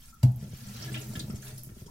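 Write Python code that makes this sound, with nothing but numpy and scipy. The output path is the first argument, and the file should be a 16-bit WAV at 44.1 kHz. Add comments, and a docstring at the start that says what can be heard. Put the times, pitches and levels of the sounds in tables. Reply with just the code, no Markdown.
"""A hand squeezes wet seaweed in a plastic colander held over a bowl in a steel sink.
Water and air fizz out of the leaves over a quiet kitchen hum, with faint finger squeaks and a pop.
At 0.23 s the colander bumps the sink with a deep boom, then rubs and knocks softly under the hand.
From 0.8 s the squeeze peaks and air squelches out; two crisp pops near 1.6 s lead into the fade.
Throughout, the bowl rings faintly with the wet sounds, and the basin and kitchen throw them back."""
import sys
import numpy as np
from scipy import signal
from scipy.fft import rfft, irfft
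from scipy.io import wavfile
from scipy.ndimage import uniform_filter1d

SR = 44100
rng = np.random.default_rng(int(sys.argv[2]) if len(sys.argv) > 2 else 0)


def wav_record(signal):
    """Record a signal, one row per channel, as 16-bit PCM in the file named by sys.argv[1]."""
    frames = np.transpose(np.atleast_2d(signal))
    bounded = np.clip(frames, -1, 1)
    # unit amplitude maps onto the largest positive 16-bit level
    quanta = np.round(bounded * 32767).astype(np.int16)
    wavfile.write(sys.argv[1], SR, quanta)


N = 83790

# EQ of the kitchen's hum and hiss: f/Hz, level/dB
ROOM_TONE_EQ = [(20, 11), (28, -17), (42, 4), (62, 13), (90, -2.5), (130, -2), (180, -5), (250, -4),
                (400, -42), (1000, -20), (2800, -36), (6000, -22), (16000, -37.5)]
# fader rides of the wet crackle (the squeezing effort) and the fine fizz: t/s, level/dB
CRACKLE_RIDE = [(0, -59.5), (.1, -62), (.12, -75), (.22, -65.5), (.37, -68.5), (.42, -56), (.49, -63.5),
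                (.54, -54.5), (.62, -54.5), (.72, -52), (.8, -46.5), (.9, -49), (1.0, -50), (1.1, -56.5),
                (1.17, -53), (1.27, -60.5), (1.4, -58), (1.48, -48.5), (1.54, -58.5), (1.65, -66),
                (1.73, -68), (1.8, -57.5), (1.9, -73)]
FIZZ_RIDE = [(0, -56), (.1, -54.5), (.125, -63.5), (.36, -68), (.42, -57.5), (.49, -58.5), (.6, -52.5),
             (.8, -50.5), (1.03, -50), (1.13, -50), (1.27, -53), (1.4, -56.5), (1.47, -57), (1.56, -53.5),
             (1.66, -51.5), (1.73, -61.5), (1.8, -54), (1.9, -66.5)]
# EQ of the crackle and the fizz: f/Hz, level/dB
CRACKLE_EQ = [(300, -12.5), (600, -3.5), (1100, -6), (2000, 0.5), (3500, 0.5), (6000, 0.5), (9000, -15),
              (13000, -13.5), (16000, -7.5)]
FIZZ_EQ = [(2000, -58), (5000, -0.5), (8000, 2), (12000, 2), (16000, -1)]
# fader rides of the low rub and the hollow scrape of the colander: t/s, level/dB
RUB_RIDE = [(0, -66.5), (.3, -68), (.37, -44), (.52, -41), (.58, -49), (.66, -43), (.83, -43.5), (.88, -37),
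            (.97, -35.5), (1.02, -45), (1.1, -37), (1.15, -44), (1.35, -38.5), (1.42, -49), (1.5, -44),
            (1.53, -41.5), (1.64, -50.5), (1.74, -58), (1.9, -50.5)]
SCRAPE_RIDE = [(0, -84.5), (.36, -73), (.45, -62), (.62, -77), (.73, -85), (.83, -55.5), (.88, -49.5),
               (.98, -48.5), (1.04, -54.5), (1.11, -57), (1.17, -50.5), (1.3, -60), (1.42, -63.5),
               (1.48, -56.5), (1.57, -64.5), (1.7, -69), (1.9, -68)]
# low and hollow resonances of the colander: f/Hz, level/dB, t60/s
RUB_MODES = [(128.2, 3, 0.316), (203.9, -6, 0.2), (223.3, -14, 0.39)]
SCRAPE_MODES = [(319, 8.5, 0.3), (415, 5, 0.21), (560, 4, 0.047), (617, 2.5, 0.13), (711, -8, 0.086),
                (890, -5, 0.059)]
# EQ of the dry friction: f/Hz, level/dB
FRICTION_EQ = [(30, 5), (90, 0.5), (230, 0), (400, -8), (700, -17.5), (1200, -27.5), (3000, -36)]
# squeaks of wet plastic: t/s, level/dB, length/s, f/Hz
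SQUEAK_CUES = [(0.121, -51, 0.039, 1330), (0.158, -54.5, 0.023, 1310), (0.192, -60, 0.038, 1350),
               (0.874, -42.5, 0.032, 1695)]
# snapping water films: t/s, level/dB, f/Hz, width/octaves
POP_CUES = [(.142, -29.5, 11500, 1), (0.319, -28.5, 12000, 0.55), (0.3602, -24.5, 12700, 0.24),
            (0.574, -26.5, 12000, 0.3), (1.5812, -16, 10950, .13), (1.6347, -15, 11900, 0.28)]
# resonances of the steel sink: f/Hz, level/dB, t60/s
SINK_MODES = [(124.8, 5, 0.25), (155, -5, 0.094), (110.2, -14.5, 0.42), (232.6, -11, 0.12),
              (314.5, -19.5, 0.11), (641, -12, 0.041), (675, -41.5, 0.48), (840, -44, 0.4)]
# EQ of the bump's rattle and contact crack: f/Hz, level/dB
RATTLE_EQ = [(40, 14.5), (90, 11.5), (200, 10.5), (420, -20), (700, -10), (900, -12.5), (1080, -43),
             (3000, -41)]
CRACK_EQ = [(200, 9), (600, 0.5), (1150, 0), (2300, -8), (4200, -5), (8000, -8), (12000, -7), (16000, -15)]
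# soft knocks of the colander: t/s, thud level/dB, thud f/Hz, clack level/dB
KNOCK_CUES = [(.427, -29, 136, -48), (.476, -39, 160, -51.5), (.533, -28, 120, -48),
              (1.156, -31.5, 195, -46), (1.171, -27, 117, -43), (1.208, -34, 202, -48.5),
              (1.241, -28, 121.5, -48), (1.298, -27, 188, -45), (1.337, -26.5, 107, -40),
              (1.671, -34.5, 136, -54), (1.695, -47, 200, -47.5), (1.717, -35, 96, -47),
              (1.768, -41.5, 210, -50), (1.819, -34, 108, -46), (1.864, -37, 152, -50.5)]
# escaping air and water: t/s, level/dB, f/Hz, width/octaves, decay/s
SQUELCH_CUES = [(0.823, -39.5, 5220, 0.18, 0.0093), (0.927, -40, 8300, 0.14, 0.0052),
                (0.941, -37, 2700, 0.46, 0.014), (0.969, -44, 2820, 0.095, 0.016),
                (1.002, -48, 11000, 0.22, 0.0072), (1.011, -45, 7100, 0.33, 0.015),
                (1.133, -45, 5900, 0.75, 0.0066), (1.153, -40.5, 2650, 0.87, 0.01),
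                (1.1931, -32, 4110, 0.21, 0.0046), (1.1934, -35.5, 6800, 0.4, 0.0046),
                (1.298, -47.5, 1570, 1, 0.0054), (1.302, -47.5, 5330, 0.084, 0.005),
                (1.3567, -46.5, 6100, 0.37, 0.01), (1.419, -47.5, 7250, 1, 0.02),
                (1.426, -53, 1560, 0.11, 0.0035), (1.44, -47.5, 10800, 0.35, 0.032),
                (1.479, -48, 9000, 0.48, 0.022), (1.576, -52.5, 5070, 0.53, 0.023),
                (1.691, -58, 1870, 1, 0.0052), (1.86, -50, 5900, 0.59, 0.0084),
                (1.874, -52, 923, 0.11, 0.049)]
# resonances of the bowl: f/Hz, level/dB, t60/s
BOWL_MODES = [(1355, 9.5, 0.057), (1704, 7, 0.018), (2790, -34, 0.068), (3203, -5.5, 0.085)]
# reverb time of the kitchen: f/Hz, t60/s
KITCHEN_DECAY = [(100, 0.1), (700, 0.31), (3000, 0.18), (8000, 0.14), (16000, 0.21)]
# left microphone relative to the right: f/Hz, level/dB
MIC_BALANCE = [(110, 0.65), (300, -0.5), (1000, 1.5), (4000, 0), (14000, -2)]


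def amp(db):
    """Decibels to gain."""
    return 10 ** (np.asarray(db) / 20)


def unit_rms(x):
    """Normalises to an rms of one."""
    return x / np.sqrt(np.mean(x ** 2) + 1e-20)


def curve_at(points, hz):
    """Reads a curve on a log-frequency axis."""
    f, value = np.transpose(points)
    return np.interp(np.log(hz + 1), np.log(f + 1), value)


def fader(ride):
    """Gain over time from a fader ride."""
    return amp(np.interp(np.arange(N) / SR, *np.transpose(ride)))


def add(mix, start_s, sound):
    """Drops a sound into the mix at its cue."""
    part = mix[max(round(start_s * SR), 0):][:len(sound)]
    part += sound[:len(part)]


def convolve(x, response):
    """Plays a sound through an impulse response."""
    return signal.fftconvolve(x, response)[:N]


def colour(x, gain_db):
    """Minimum-phase filter of unit energy, shaped by a dB function of frequency."""
    hz = abs(np.fft.fftfreq(8192, 1 / SR))
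    log_gain = np.log(amp(np.maximum(gain_db(hz), -90)))
    taps = np.fft.ifft(np.exp(np.conj(signal.hilbert(log_gain)))).real[:4096]
    return convolve(x, taps / np.linalg.norm(taps))


def eq(x, points):
    """Colours a sound with an EQ curve."""
    return colour(x, lambda hz: curve_at(points, hz))


def band(x, pitch_hz, octaves):
    """Keeps a band around one pitch."""
    return colour(x, lambda hz: -20 * np.log10(1 + (np.log2((hz + 1) / pitch_hz) / octaves) ** 2))


def cut(x, hz, kind):
    """Steep low-pass or high-pass."""
    return signal.sosfilt(signal.butter(4, hz, kind, fs=SR, output="sos"), x)


def compress(x):
    """Evens out slow swings of level."""
    power = abs(uniform_filter1d(unit_rms(x) ** 2, size=3000))
    return x / np.sqrt(power + 0.0011) / np.std(x)


def clicks(per_s, spread_db, size=N):
    """Random clicks; a wider spread makes a few stand out."""
    strength = amp(spread_db * np.minimum(rng.exponential(1, size), 4.5))
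    polarity = rng.choice([-1, 1], size)
    return strength * polarity * (rng.random(size) < per_s / SR)


def burst(decay_s):
    """Noise that dies away exponentially."""
    t = np.arange(SR // 2) / SR
    return rng.standard_normal(len(t)) * np.exp(-t / decay_s)


def ring(modes, wave):
    """One second of decaying resonances."""
    t = np.arange(SR) / SR
    return sum(amp(db - 60 * t / t60) * wave(2 * np.pi * hz * t) for hz, db, t60 in modes)


def room_tone(level_db=-54, mono_below_hz=486):
    """Quiet kitchen hum in the centre, under a wide hiss."""
    hz = np.fft.rfftfreq(N, 1 / SR)
    noise = rfft(rng.standard_normal((3, N)))
    mono_share = 1 / (1 + (hz / mono_below_hz) ** 2)
    stereo = np.sqrt(mono_share) * noise[0] + np.sqrt(1 - mono_share) * noise[1:]
    return amp(level_db) * unit_rms(irfft(stereo * amp(curve_at(ROOM_TONE_EQ, hz)), N))


def bubbles(tone_eq, per_s, sizes=36, decay_cycles=1.66):
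    """Tiny bubbles of many sizes burst, each a blip of a few slightly rising cycles."""
    out, t = np.zeros(N), np.arange(SR // 40) / SR
    for hz in np.geomspace(400, 16000, sizes):
        blip = np.exp(-t * hz / decay_cycles) * np.sin(2 * np.pi * hz * t * (1 + 3 * t))
        out += np.sqrt(hz) * unit_rms(convolve(clicks(per_s / sizes, spread_db=2.5), blip))
    return unit_rms(eq(out, tone_eq))


def gripped_plastic(x, modes, wander):
    """Rings resonances whose pitch drifts as the grip on the plastic changes."""
    out = np.zeros(N)
    for hz, db, t60 in modes:
        drift = uniform_filter1d(rng.standard_normal(N), size=2000)
        drift = unit_rms(uniform_filter1d(drift, size=2000))
        carrier = np.exp(2j * np.pi * np.cumsum(hz * (1 + wander * drift)) / SR)
        feedback = np.exp(-np.log(1000) / (t60 * SR))
        out += amp(db) * (carrier * signal.lfilter([1], [1, -feedback], x / carrier)).real
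    return out


def rubbing(hum_top_hz=300, scrape_low_hz=260, scrape_top_hz=1000):
    """Small slips under the hand keep the colander humming; harder scraping rings it hollow."""
    slips = clicks(per_s=410, spread_db=3)
    hum = unit_rms(cut(gripped_plastic(slips, RUB_MODES, wander=0.023), hum_top_hz, "low"))
    friction = amp(-10) * unit_rms(eq(slips, FRICTION_EQ))
    scrape = gripped_plastic(clicks(per_s=700, spread_db=3), SCRAPE_MODES, wander=0.008)
    scrape = cut(cut(scrape, scrape_top_hz, "low"), scrape_low_hz, "high")
    return fader(RUB_RIDE) * compress(hum + friction) + fader(SCRAPE_RIDE) * compress(scrape)


def squeaks(waver_depth=0.022):
    """A finger slips on wet plastic: a thin, wavering tone."""
    out = np.zeros(N)
    for start_s, db, length_s, hz in SQUEAK_CUES:
        waver = unit_rms(uniform_filter1d(rng.standard_normal(SR // 8), size=50))
        pitch_hz = hz * (1 + waver_depth * waver[:round(length_s * SR)])
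        tone = np.sin(2 * np.pi * np.cumsum(pitch_hz) / SR)
        add(out, start_s, amp(db) * tone * signal.windows.tukey(len(tone), .5))
    return out


def pops():
    """A single film of water snaps: one crisp, high click."""
    out = np.zeros(N)
    for start_s, db, hz, octaves in POP_CUES:
        add(out, start_s, amp(db) * band(np.ones(1), hz, octaves))
    return out


def sink_bump(start_s=0.2295, attack_s=0.008):
    """The colander hits the sink: a deep boom and a brief rattle."""
    out, t = np.zeros(N), np.arange(SR) / SR
    attack = 1 - np.exp(-(t / attack_s) ** 2)
    add(out, start_s, -amp(-10) * ring(SINK_MODES, np.sin) * attack)
    add(out, start_s, amp(-25.5) * eq(burst(decay_s=0.051), RATTLE_EQ))
    return out


def contact_crack(start_s=0.2304):
    """Plastic meets steel: the sharp transient on the front of the boom."""
    out = np.zeros(N)
    add(out, start_s, amp(-26.5) * eq(burst(decay_s=0.0043), CRACK_EQ))
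    return out


def knocks(attack_s=0.0017, decay_s=0.0049, clack_hz=360):
    """Dull thuds, damped at once by the hand, each with a hollow clack of the plastic."""
    out, t = np.zeros(N), np.arange(SR // 8) / SR
    envelope = (1 - np.exp(-t / attack_s)) * np.exp(-t / decay_s)
    for start_s, thud_db, thud_hz, clack_db in KNOCK_CUES:
        thud = amp(thud_db) * np.sin(2 * np.pi * thud_hz * t)
        clack = amp(clack_db) * np.sin(2 * np.pi * clack_hz * t)
        add(out, start_s, -(thud + clack) * envelope / envelope.max())
    return out


def squelches(attack_share=0.019):
    """Each pocket of air escapes as a quick run of clicks around one pitch."""
    out, t = np.zeros(N), np.arange(SR // 4) / SR
    for start_s, db, hz, octaves, decay_s in SQUELCH_CUES:
        envelope = (1 - np.exp(-t / (attack_share * decay_s))) * np.exp(-t / decay_s)
        run = band(clicks(per_s=6000, spread_db=5.3, size=len(t)) * envelope, hz, octaves)
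        add(out, start_s, amp(db) * run * np.sqrt(decay_s * SR / (np.sum(run ** 2) + 1e-20)))
    return out


def bowl_ring(send):
    """The bowl under the colander rings faintly in sympathy."""
    response = ring(BOWL_MODES, np.cos)
    return amp(-7) * convolve(send, response / np.linalg.norm(response))


def basin_and_kitchen(send, shift_s=0.012, basin_decay_s=0.0048, basin_db=-4, tail_db=-5.5):
    """Basin echoes that shift as the hand moves, and the kitchen's tail, different on each side."""
    out, t, hop = np.zeros((2, N)), np.arange(SR // 4) / SR, round(shift_s * SR)
    for side in out:
        for centre in range(0, N + hop, hop):  # each overlapping slice gets fresh echoes
            at = np.arange(max(centre - hop, 0), min(centre + hop, N))
            crossfade = np.cos(np.pi / 2 * (at - centre) / hop)
            basin = clicks(per_s=4000, spread_db=0.39, size=len(t)) * np.exp(-t / basin_decay_s)
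            hz, times, noise = signal.stft(rng.standard_normal(len(t)), SR, nperseg=256)
            decay = amp(-60 * times / curve_at(KITCHEN_DECAY, hz)[:, None])
            tail = signal.istft(noise * decay, SR, nperseg=256)[1][:len(t)]
            echoes = amp(basin_db) * basin / np.linalg.norm(basin)
            echoes += amp(tail_db) * tail / np.linalg.norm(tail)
            add(side, at[0] / SR, signal.fftconvolve(send[at] * crossfade, echoes))
    return out


def scene(low_cut_hz=55, send_low_cut_hz=250):
    """The wet sounds ring the bowl and fill the basin; the low end stays in the centre."""
    crackle = fader(CRACKLE_RIDE) * bubbles(CRACKLE_EQ, per_s=11000)
    fizz = amp(-0.5) * fader(FIZZ_RIDE) * bubbles(FIZZ_EQ, per_s=3100)
    squeak, squelch = squeaks(), squelches()
    bowl = bowl_ring(squelch + amp(-7) * (crackle + fizz))
    detail = crackle + fizz + squelch + bowl + pops() + contact_crack()
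    body = cut(sink_bump() + knocks() + rubbing(), low_cut_hz, "high")
    send = detail + amp(-10) * squeak + amp(-3) * cut(body, send_low_cut_hz, "high")
    direct = body + amp(-11.5) * detail + squeak / 2
    return direct + basin_and_kitchen(send) + room_tone()


def record(dry, top_hz=15900):
    """Two microphones of slightly different colour, then a steep high cut."""
    tilt_db = curve_at(MIC_BALANCE, np.fft.rfftfreq(N, 1 / SR)) / 2
    heard = irfft(rfft(dry) * amp([tilt_db, -tilt_db]), N)
    high_cut = signal.firwin(511, top_hz, window=("kaiser", 9), fs=SR)
    return signal.oaconvolve(heard, high_cut[None], "same")


dry = scene()
out = record(dry)
wav_record(out)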